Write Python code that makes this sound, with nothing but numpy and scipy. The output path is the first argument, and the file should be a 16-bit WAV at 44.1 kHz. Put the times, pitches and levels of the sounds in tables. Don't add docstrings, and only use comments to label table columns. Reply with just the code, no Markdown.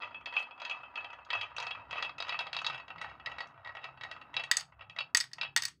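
import sys
import numpy as np
from scipy import signal
from scipy.fft import rfft, irfft
from scipy.io import wavfile

SR = 44100
rng = np.random.default_rng(int(sys.argv[2]) if len(sys.argv) > 2 else 0)


def file_out(sig):
    cols = np.atleast_2d(sig).T
    lim = np.clip(cols, -1, 1)
    pcm = np.round(lim * 32767).astype(np.int16)
    wavfile.write(sys.argv[1], SR, pcm)


N = 255761


def gain_of(db):
    return 10 ** (np.asarray(db) / 20)


def curve(rows, column=1):
    table = np.array(rows)
    return np.interp(np.arange(N) / SR, table[:, 0], table[:, column])


def bandpass(x, band_hz, order=3):
    return signal.sosfilt(signal.butter(order, band_hz, "band", fs=SR, output="sos"), x)


def slow(hz):
    x = signal.lfilter(*signal.butter(2, hz, fs=SR), rng.standard_normal(N + SR))[SR:]
    return x / x.std()


def train(times, peak_db):
    blows = np.zeros(N)
    np.add.at(blows, np.round(np.asarray(times) * SR).astype(int), gain_of(peak_db))
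    return blows


def decay(x, t60):
    return signal.lfilter([1], [1, -1000 ** (-1 / (t60 * SR))], x)


def grit(per_s, spread_db):
    size = gain_of(spread_db * np.minimum(rng.exponential(1, N), 4)) * rng.choice([-1., 1.], N)
    bumps = size * (rng.random(N) < per_s / SR)
    return bumps / np.sqrt(np.mean(bumps ** 2))


def ring(force, hz, t60, rise_s):
    turn = np.exp(2j * np.pi * hz / SR)
    die = 1000 ** (-1 / (max(t60, .004) * SR))
    swell = np.exp(-1 / (max(rise_s, 1e-5) * SR))
    return signal.lfilter([1 - swell], np.convolve([1, -die * turn], [1, -swell * turn]), force)


def body(modes, edges_hz, times, blow_db, rubbing, spot_db, rise_s, waver_rad):
    at = np.round(np.asarray(times) * SR).astype(int)
    fineness = 1 + np.array(modes)[:, 0] / 6000
    spot = gain_of(spot_db * fineness * rng.standard_normal((len(at), len(modes))))
    drift = np.exp(1j * waver_rad * slow(hz=26.8))
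    out = np.zeros(N)
    for k, (hz, db, t60) in enumerate(modes):
        band = np.searchsorted(edges_hz, hz)
        force = rubbing[band].copy()
        np.add.at(force, at, spot[:, k] * gain_of(blow_db[band]))
        own_drift = np.roll(drift, k * N // len(modes))
        out += gain_of(db) * (ring(force, hz, t60, rise_s) * own_drift).imag
    return out


def crack(force, band_hz, t60):
    return bandpass(decay(abs(force), t60) * rng.standard_normal(N), band_hz)


# t/s of the crest, level/dB, release/(dB/s)
BEND_SWELLS = [(0.018, -44.5, 57), (0.368, -42.5, 83), (0.64, -43.5, 42), (0.972, -47.5, 32),
               (1.342, -43.5, 42.5), (1.621, -43.5, 43), (1.961, -41, 68), (2.3, -44.5, 30),
               (2.408, -43, 102), (2.671, -43.5, 73), (3.032, -45, 60), (3.3, -46.5, 46),
               (3.418, -44.5, 150), (3.679, -50.5, 34), (3.839, -45.5, 98), (4.038, -48, 34),
               (4.382, -44, 60), (4.57, -47.5, 147), (4.73, -63.5, 75.5), (4.82, -57.5, 99.5),
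               (4.999, -52, 132), (5.439, -52.5, 202.5)]
# t/s, level/dB
STRAIGHT_LEVEL = [(0, -64), (0.9, -66), (1.28, -64), (2.5, -56), (3.55, -56), (4.3, -55), (4.65, -75.5),
                  (5.54, -71)]


def rolling_envelope(attack_db_per_s=153.5):
    crest_s, crest_db, release = np.transpose(BEND_SWELLS)[:, :, None]
    since = np.arange(N) / SR - crest_s
    swells = crest_db + np.where(since < 0, attack_db_per_s, -release) * since
    return np.maximum(swells.max(axis=0), curve(STRAIGHT_LEVEL))


def rolling():
    level_db = rolling_envelope()
    rattle = gain_of(level_db) * grit(per_s=1100, spread_db=4)
    rattle[round(STRAIGHT_LEVEL[-1][0] * SR):] = 0
    band_gain = gain_of(np.c_[[-27, -27, -23, -30, -30, -29, -47]])
    brightness = gain_of(np.minimum(0.98 * (level_db + 40.5), 3))
    return rattle * band_gain * brightness ** np.c_[[0, 1, 1, 1.5, 1.5, 1.5, 1.5]]


# thud/dB, low ring/dB, high rings/dB, tick/dB
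WALL_KNOCKS = [(0.0202, -35.5, -8, -2.5, -12.5, -35), (0.0323, -30.5, -7.5, -14, -25, -36),
               (0.1446, -36, -10, -15, -25, -46), (0.2098, -47.5, 2, -9, -24, -28),
               (0.2584, -32.5, -13, -6, -4, -27), (0.2711, -43, 2, -21, -15.5, -30),
               (0.325, -40, -3, -3, -11.5, -34), (0.3374, -35.5, -24, -7.5, -21, -30),
               (0.3653, -21.5, -9, -24, -22, -36), (0.3933, -33, -14.5, -25, -23, -20),
               (0.4265, -42, -2, -10.5, -6, -48), (0.5091, -44.5, -1, -17, -16, -43),
               (0.5776, -50, 1, -10, -17, -28), (0.5996, -39, -19, -5, -11, -22),
               (0.6177, -39.5, 5, -7, -3.5, -17), (0.6498, -33.5, -31, -12, -2.5, -19.5),
               (0.6967, -31.5, -8, -27, -9, -23), (0.7113, -26, -14, -21, -23, -28),
               (0.8335, -40.5, -1.5, -20, -29, -52), (0.9564, -34, -12, -12, -9, -34),
               (0.9734, -31, -7, -14, -35, -30), (1.004, -50, 4, -14, -10, -26),
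               (1.044, -32.5, -7, -13, -14.5, -35), (1.1026, -41, -21, -16, -20, -30),
               (1.1302, -44, 3, -3, -11, -22), (1.1869, -43.5, 1, -19, -46, -39),
               (1.249, -59.5, -2, -11, 5.5, -7), (1.3032, -25.5, -10.5, -7.5, -8, -29.5),
               (1.3308, -23.5, -7.5, -18, -12.5, -33), (1.3511, -30, 0, -13, -28, -25),
               (1.4112, -25, -18, -13, -13, -29), (1.4293, -32, -4.5, -28, -37, -25),
               (1.5648, -32, -14, -19, -17, -13.5), (1.5821, -40, 8, -16, 5.5, -13),
               (1.6, -32.5, -12, -27.5, -2, -10.5), (1.6251, -34.5, -7, -14, -18, -13),
               (1.6674, -34, -0.5, -18, -3, -23), (1.708, -26.5, -12.5, -24, -12, -44),
               (1.7486, -38.5, 0, -18, -21, -39), (1.909, -35.5, -3.5, -9, -9, -16.5),
               (1.928, -30, -2, -6.5, -13.5, -33), (1.957, -30, -4, -13, -27, -45),
               (1.9789, -31, -4, -19, -36, -31), (2.0248, -23.5, -7, -13, -6, -25.5),
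               (2.0479, -28.5, -7, -20, -18, -29), (2.0933, -45, 7.5, 1, 0, -30),
               (2.1823, -35, -6, -11, -10, -17.5), (2.2026, -36, 2.5, -12.5, 4.5, -24),
               (2.2234, -38, -1.5, -16, 1, -14.5), (2.2481, -40.5, 0, -6, -13, -28),
               (2.268, -40.5, 1.5, -6.5, -17, -24), (2.2821, -33, -3.5, -12, -12, -23),
               (2.2931, -27.5, -8.5, -14, -6, -31), (2.3235, -29, -5, -11, -11, -37),
               (2.343, -29, -5, -11, -25, -41), (2.3898, -27, -8, -16, -2, -24),
               (2.4058, -36, 2, -16, -8, -21), (2.4676, -34, -0.5, -11, -8.5, -41),
               (2.5298, -30, -9.5, -25, -3, -19), (2.5463, -32, -5, -10, -11, -28),
               (2.5658, -30.5, -2, -21, 0, -23), (2.5878, -31.5, -11, -18, -5, -21),
               (2.6167, -34, 0.5, -13, -12, -17), (2.6451, -36.5, 2, -4, 6, -25),
               (2.6649, -25.5, -9, -22, 0, -14.5), (2.6985, -31, -3, -15.5, -7, -33),
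               (2.7298, -34, -9, -14, -18, -35), (2.7449, -32, -4.5, -15, -12.5, -28),
               (2.7784, -38.5, -5, -12, -12.5, -27), (2.7984, -42.5, 0.5, -6, -10, -35),
               (2.8808, -43.5, 3, -6, -11, -25), (2.9032, -37.5, 1.5, -10, -17.5, -38),
               (2.9589, -50, 8, -8, -11, -31), (2.9817, -44, -9, 0, -6, -29),
               (3.0139, -36.5, -1, 1.5, -6, -11.5), (3.0444, -38, 1, 0, -19, -36),
               (3.096, -48, -4, 2, -8, -28), (3.1981, -41, -4.5, -8, -19, -44),
               (3.26, -34, -12, 0, 0.5, -21), (3.271, -43.5, 8, 6, -15, -30),
               (3.297, -45, -12, -12, -17, -27), (3.316, -35, -9, -10, -22, -29),
               (3.3836, -41, 6, 6.5, -0.5, -16), (3.4048, -35.5, 0.5, 3, -2, -23),
               (3.4709, -59, 0, -9, -1, -2), (3.4924, -66, 5, 4, -7, -21),
               (3.5763, -52.5, 3.5, -9, -28, -43), (3.6481, -50.5, 5, 6, -0.5, -37),
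               (3.6592, -50.5, 10, 13, -12, -28), (3.6733, -47.5, 8, 4, 2, -26),
               (3.6918, -54.5, 13.5, 13, -2, -25), (3.7508, -44.5, 3.5, 4, -10, -22),
               (3.7687, -36.5, 2, -2, -16, -40), (3.8415, -34, -10, -15, -7.5, -25),
               (3.974, -49.5, 0, -12, -12, -37), (4.0106, -42.5, -1, 3, -1, -25),
               (4.0343, -37, -3.5, -0.5, -0.5, -19), (4.048, -45, 0, 9, -15, -22),
               (4.1129, -33, -8, -10, -8, -20), (4.1635, -46, 5, -2, -16, -29),
               (4.214, -38.5, -6.5, -7, -18, -33), (4.341, -34, -8, -2, -14, -27),
               (4.366, -22.5, -11.5, -21, -4.5, -39), (4.3956, -30, -10, -7.5, -8, -38),
               (4.4366, -30, -15, -10, -8.5, -19.5), (4.7222, -53.5, 1.5, -2, -19, -41),
               (4.793, -47.5, -6, -9, -23, -42.5), (4.809, -41.5, -0.5, -8.5, -19, -50),
               (4.82, -42.5, -6.5, -11, -18.5, -47), (4.8968, -37, -11, -17, -15.5, -28),
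               (4.9628, -41.5, 1.5, 2, -9, -21), (4.9868, -25.5, -12.5, -21.5, -4.5, -36.5),
               (5.005, -26.5, -11.5, -20.5, -9.5, -36), (5.3832, -42, 2, -3.5, -12, -21),
               (5.4122, -22.5, -15, -20.5, -7, -47), (5.431, -26, -12, -27, -7.5, -46),
               (5.4491, -30, -11, -13.5, -30, -50)]
# t/s, share of the marbles on the lower/(0-1)
LOWER_SHARE = [(0, 0.25), (1.29, 0.42), (1.31, 0.46), (1.9, 0.62), (2.25, 0.8), (2.9, 0.96), (5.8, 0.95)]
# f/Hz, level/dB, t60/s
UPPER_MODES = [(590, -7, 0.034), (751, -1.5, 0.028), (966, -1.5, 0.072), (1229.6, -1, 0.072),
               (1350, -4, 0.044), (1710, -12, 0.29), (1985, -4, 0.14), (2370, -12.5, 0.099),
               (2540, -16, 0.087), (2602, -2.5, 0.19), (2743, -19, 0.15), (3098, -13, 0.15),
               (3316, -0.5, 0.1), (3380, -18, 0.15), (3960, -12.5, 0.044), (4346, -4, 0.038),
               (4840, -3, 0.021), (5900, -3.5, 0.035), (6400, -3.5, 0.033), (7560, -10.5, 0.028),
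               (8150, -22, 0.02)]
LOWER_MODES = [(640, -37.5, 0.047), (680.3, -8.5, 0.064), (796, -15.5, 0.27), (905, -0.5, 0.023),
               (1032, 2, 0.018), (1286, 2.5, 0.034), (1487, -3.5, 0.026), (1911, 1, 0.057),
               (2200, -9, 0.088), (2352, -13, 0.06), (2677.4, -3, 0.08), (2750, -14, 0.095),
               (2950, -6, 0.031), (3313, -2, 0.044), (3824, 3, 0.023), (4454, -10, 0.096),
               (4998, -2, 0.018), (5250, -25, 0.031), (5640, 1.5, 0.014), (6130, -3.5, 0.013),
               (6620, -8, 0.052), (7180, -12, 0.021), (8650, -18, 0.024), (8260, -18.5, 0.054),
               (9730, -22, 0.022), (10600, -16.5, 0.0044)]
PLANK_CROSSOVERS = [1700, 2250, 3100, 3650, 4150, 5400]
LOWER_EQ = [-1, 2, -1, -2, 2.5, -3.5, 1.5]


def planks():
    times, main, thud, low, high, tick = np.transpose(WALL_KNOCKS)
    blow_db = main + np.array([thud - 4, low - 3, np.full_like(main, -3), 0.28 * high - 7,
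                               high - 4, high - 1, tick - 2])
    rubbing = rolling()
    chatter = decay([train(times, db) for db in blow_db], t60=0.14)
    rubbing += gain_of(-35) * chatter * grit(per_s=1500, spread_db=3)
    out = crack(train(times, blow_db[0] - 5) + 1.3 * rubbing[0], (520, 1700), t60=0.02)
    out += crack(train(times, blow_db[4] + 8), (1400, 4000), t60=0.035)
    out += crack(train(times, blow_db[6] - 14), (6500, 8000), t60=0.014)
    lower = curve(LOWER_SHARE)
    for modes, share, eq_db in ((UPPER_MODES, 1 - lower, 0), (LOWER_MODES, lower, np.c_[LOWER_EQ])):
        share_db = 10 * np.log10(share[(times * SR).astype(int)])
        plank_rubbing = rubbing * np.sqrt(share) * gain_of(eq_db)
        out += body(modes, PLANK_CROSSOVERS, times, blow_db + share_db + eq_db, plank_rubbing,
                    spot_db=1.8, rise_s=0.0008, waver_rad=1.1)
    return bandpass(out, (330, 10000))


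# f/Hz, relative level/dB
AIR_SPECTRUM = [(20, -32), (50, -22), (110, -15.5), (200, 0), (280, 3), (420, -6.5), (600, -26),
                (900, -46.5)]
# t/s, level/dB
AIR_RIDE = [(0.0, -72.5), (3.49, -72), (3.63, -77.5), (4.26, -68), (4.7, -82.5), (5.56, -71), (5.8, -74.5)]


def moving_air():
    hz = np.fft.rfftfreq(N, 1 / SR)
    point_hz, point_db = np.transpose(AIR_SPECTRUM)
    tone = gain_of(np.interp(np.log(hz + 1), np.log(point_hz + 1), point_db))
    air = irfft(rfft(rng.standard_normal(N)) * tone, N)
    return gain_of(curve(AIR_RIDE) + 1.7 * slow(hz=0.83)) * air / air.std()


# f/Hz, t60/s, offset from the fader/dB
DRONE_HUMS = [(67.3, 0.94, -5.5), (102, 0.31, -1.5), (133.3, 0.32, -2.5), (164.9, 0.19, -8)]
# t/s, low pair level/dB, high pair level/dB
DRONE_RIDE = [(0.0, -81, -72), (0.03, -75, -78), (0.48, -77.5, -80.5), (1.55, -69, -76), (1.58, -67, -68.5),
              (2.62, -75, -68.5), (3.07, -66.5, -71), (3.52, -73.5, -59.5), (3.63, -71.5, -73.5),
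              (5.8, -72.5, -66.5)]


def drone(wander_db=4):
    out = np.zeros(N)
    for k, (hz, t60, offset_db) in enumerate(DRONE_HUMS):
        hum = ring(rng.standard_normal(N), hz, t60, rise_s=0.0029).imag
        level_db = curve(DRONE_RIDE, column=1 + k // 2) + offset_db + wander_db * slow(hz=2.9)
        out += gain_of(level_db) * hum / hum.std()
    return out


def scrape(start_s=0.3, crest_s=0.42, end_s=0.45):
    envelope = np.interp(np.arange(N) / SR, (start_s, crest_s, end_s), [0, 1, 0])
    hiss = bandpass(grit(per_s=1200, spread_db=4), (5000, 11000), order=2)
    return gain_of(-69.5) * envelope * hiss


# plastic knock/dB, snap/dB
BED_HITS = [(4.5133, -16.5, -5, -5.5), (4.5447, -56, 9, -21), (4.569, -20.5, -14.5, -2),
            (4.5827, -43, -1, -3.5), (4.5973, -32.5, -15, -17), (4.6078, -31, -12.5, -13),
            (5.1478, -15, -5, -7.5), (5.1709, -19.5, -14.5, 0), (5.2022, -17, -22, -16),
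            (5.2085, -20, -15, -15), (5.2403, -56, 10, 4), (5.3145, -61, -1, -9),
            (5.3327, -28.5, -19, -16.5), (5.5629, -17.5, -3, -7.5), (5.574, -22, -14, -6),
            (5.5768, -49, -12, 5.5), (5.6216, -21.5, -15, -13.5), (5.6348, -28.5, -7.5, -9),
            (5.6524, -20, -19, -8), (5.6814, -49.5, 5.5, 8)]
# f/Hz, level/dB, t60/s
BED_MODES = [(330, -34, .05), (700, -28, .03), (1244, -15, .02), (1500, -13, .025), (1790, -2, .02),
             (1890, 0, .035), (2210, -10, .03), (2560, -5, .03), (2820, -3, .03), (3110, -8, .03),
             (3640, 0, .035), (4400, -2, .015), (4580, 0, .016), (4870, -1, .014), (5180, -2, .014),
             (5500, -6, .014), (6230, -2, .014), (6570, 0, .013), (7000, -9, .012), (7950, -4, .018),
             (8530, -7, .018), (9160, -11, .018), (9940, -16, .015), (11400, -6, .015), (12200, -11, .012),
             (13600, -11, .012), (14300, -5, .015), (14900, 0, .02), (15300, -8, .015)]
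BED_CROSSOVERS = [2400, 4100, 5700, 10500]


def truck_bed():
    times, click, knock, snap = np.transpose(BED_HITS)
    blow_db = click + np.array([knock + 3, 0.86 * knock - 5, np.full_like(click, -5),
                                snap - 1, 0.5 * snap + 0.45 * knock - 15])
    skids = np.array([ring(train(times, db), hz=0, t60=0.036, rise_s=0.015).real for db in blow_db])
    rubbing = gain_of(-36) * skids * grit(per_s=1200, spread_db=4)
    out = body(BED_MODES, BED_CROSSOVERS, times, blow_db, rubbing,
               spot_db=1.5, rise_s=0.0006, waver_rad=1.2)
    out += crack(train(times, blow_db[0] - 1.5) + 1.66 * rubbing[0], (980, 4000), t60=0.038)
    out += crack(train(times, blow_db[3] + 3) + 0.5 * rubbing[3], (4550, 9000), t60=0.026)
    out += crack(train(times, blow_db[4] - 1) + 0.58 * rubbing[4], (7300, 15300), t60=0.018)
    low_cut = signal.butter(2, 220, "high", fs=SR, output="sos")
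    return signal.sosfilt(low_cut, out)


def room(x, t60, predelay_samples=120, top_hz=9000):
    size, spacing = SR // 2, 20
    taps = np.zeros(size)
    at = np.arange(predelay_samples, size - spacing, spacing)
    taps[at + rng.integers(0, spacing, len(at))] = rng.choice([-1., 1.], len(at))
    taps *= gain_of(-60 * np.arange(size) / SR / t60)
    taps = signal.lfilter(*signal.butter(1, top_hz, fs=SR), taps)
    return signal.oaconvolve(x, taps / np.linalg.norm(taps))[:N]


def scene():
    wood = planks() + scrape()
    plastic = truck_bed()
    reverb = room(gain_of(-17) * wood + gain_of(-14) * plastic, t60=0.15)
    ambience = moving_air() + drone() + gain_of(-98) * rng.standard_normal(N)
    return (wood + plastic + reverb + ambience)[None]


def record(dry):
    high_cut = signal.firwin(151, 16000, window=("kaiser", 9), fs=SR)
    return signal.oaconvolve(dry, high_cut[None], "same")


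dry = scene()
out = record(dry)
file_out(out)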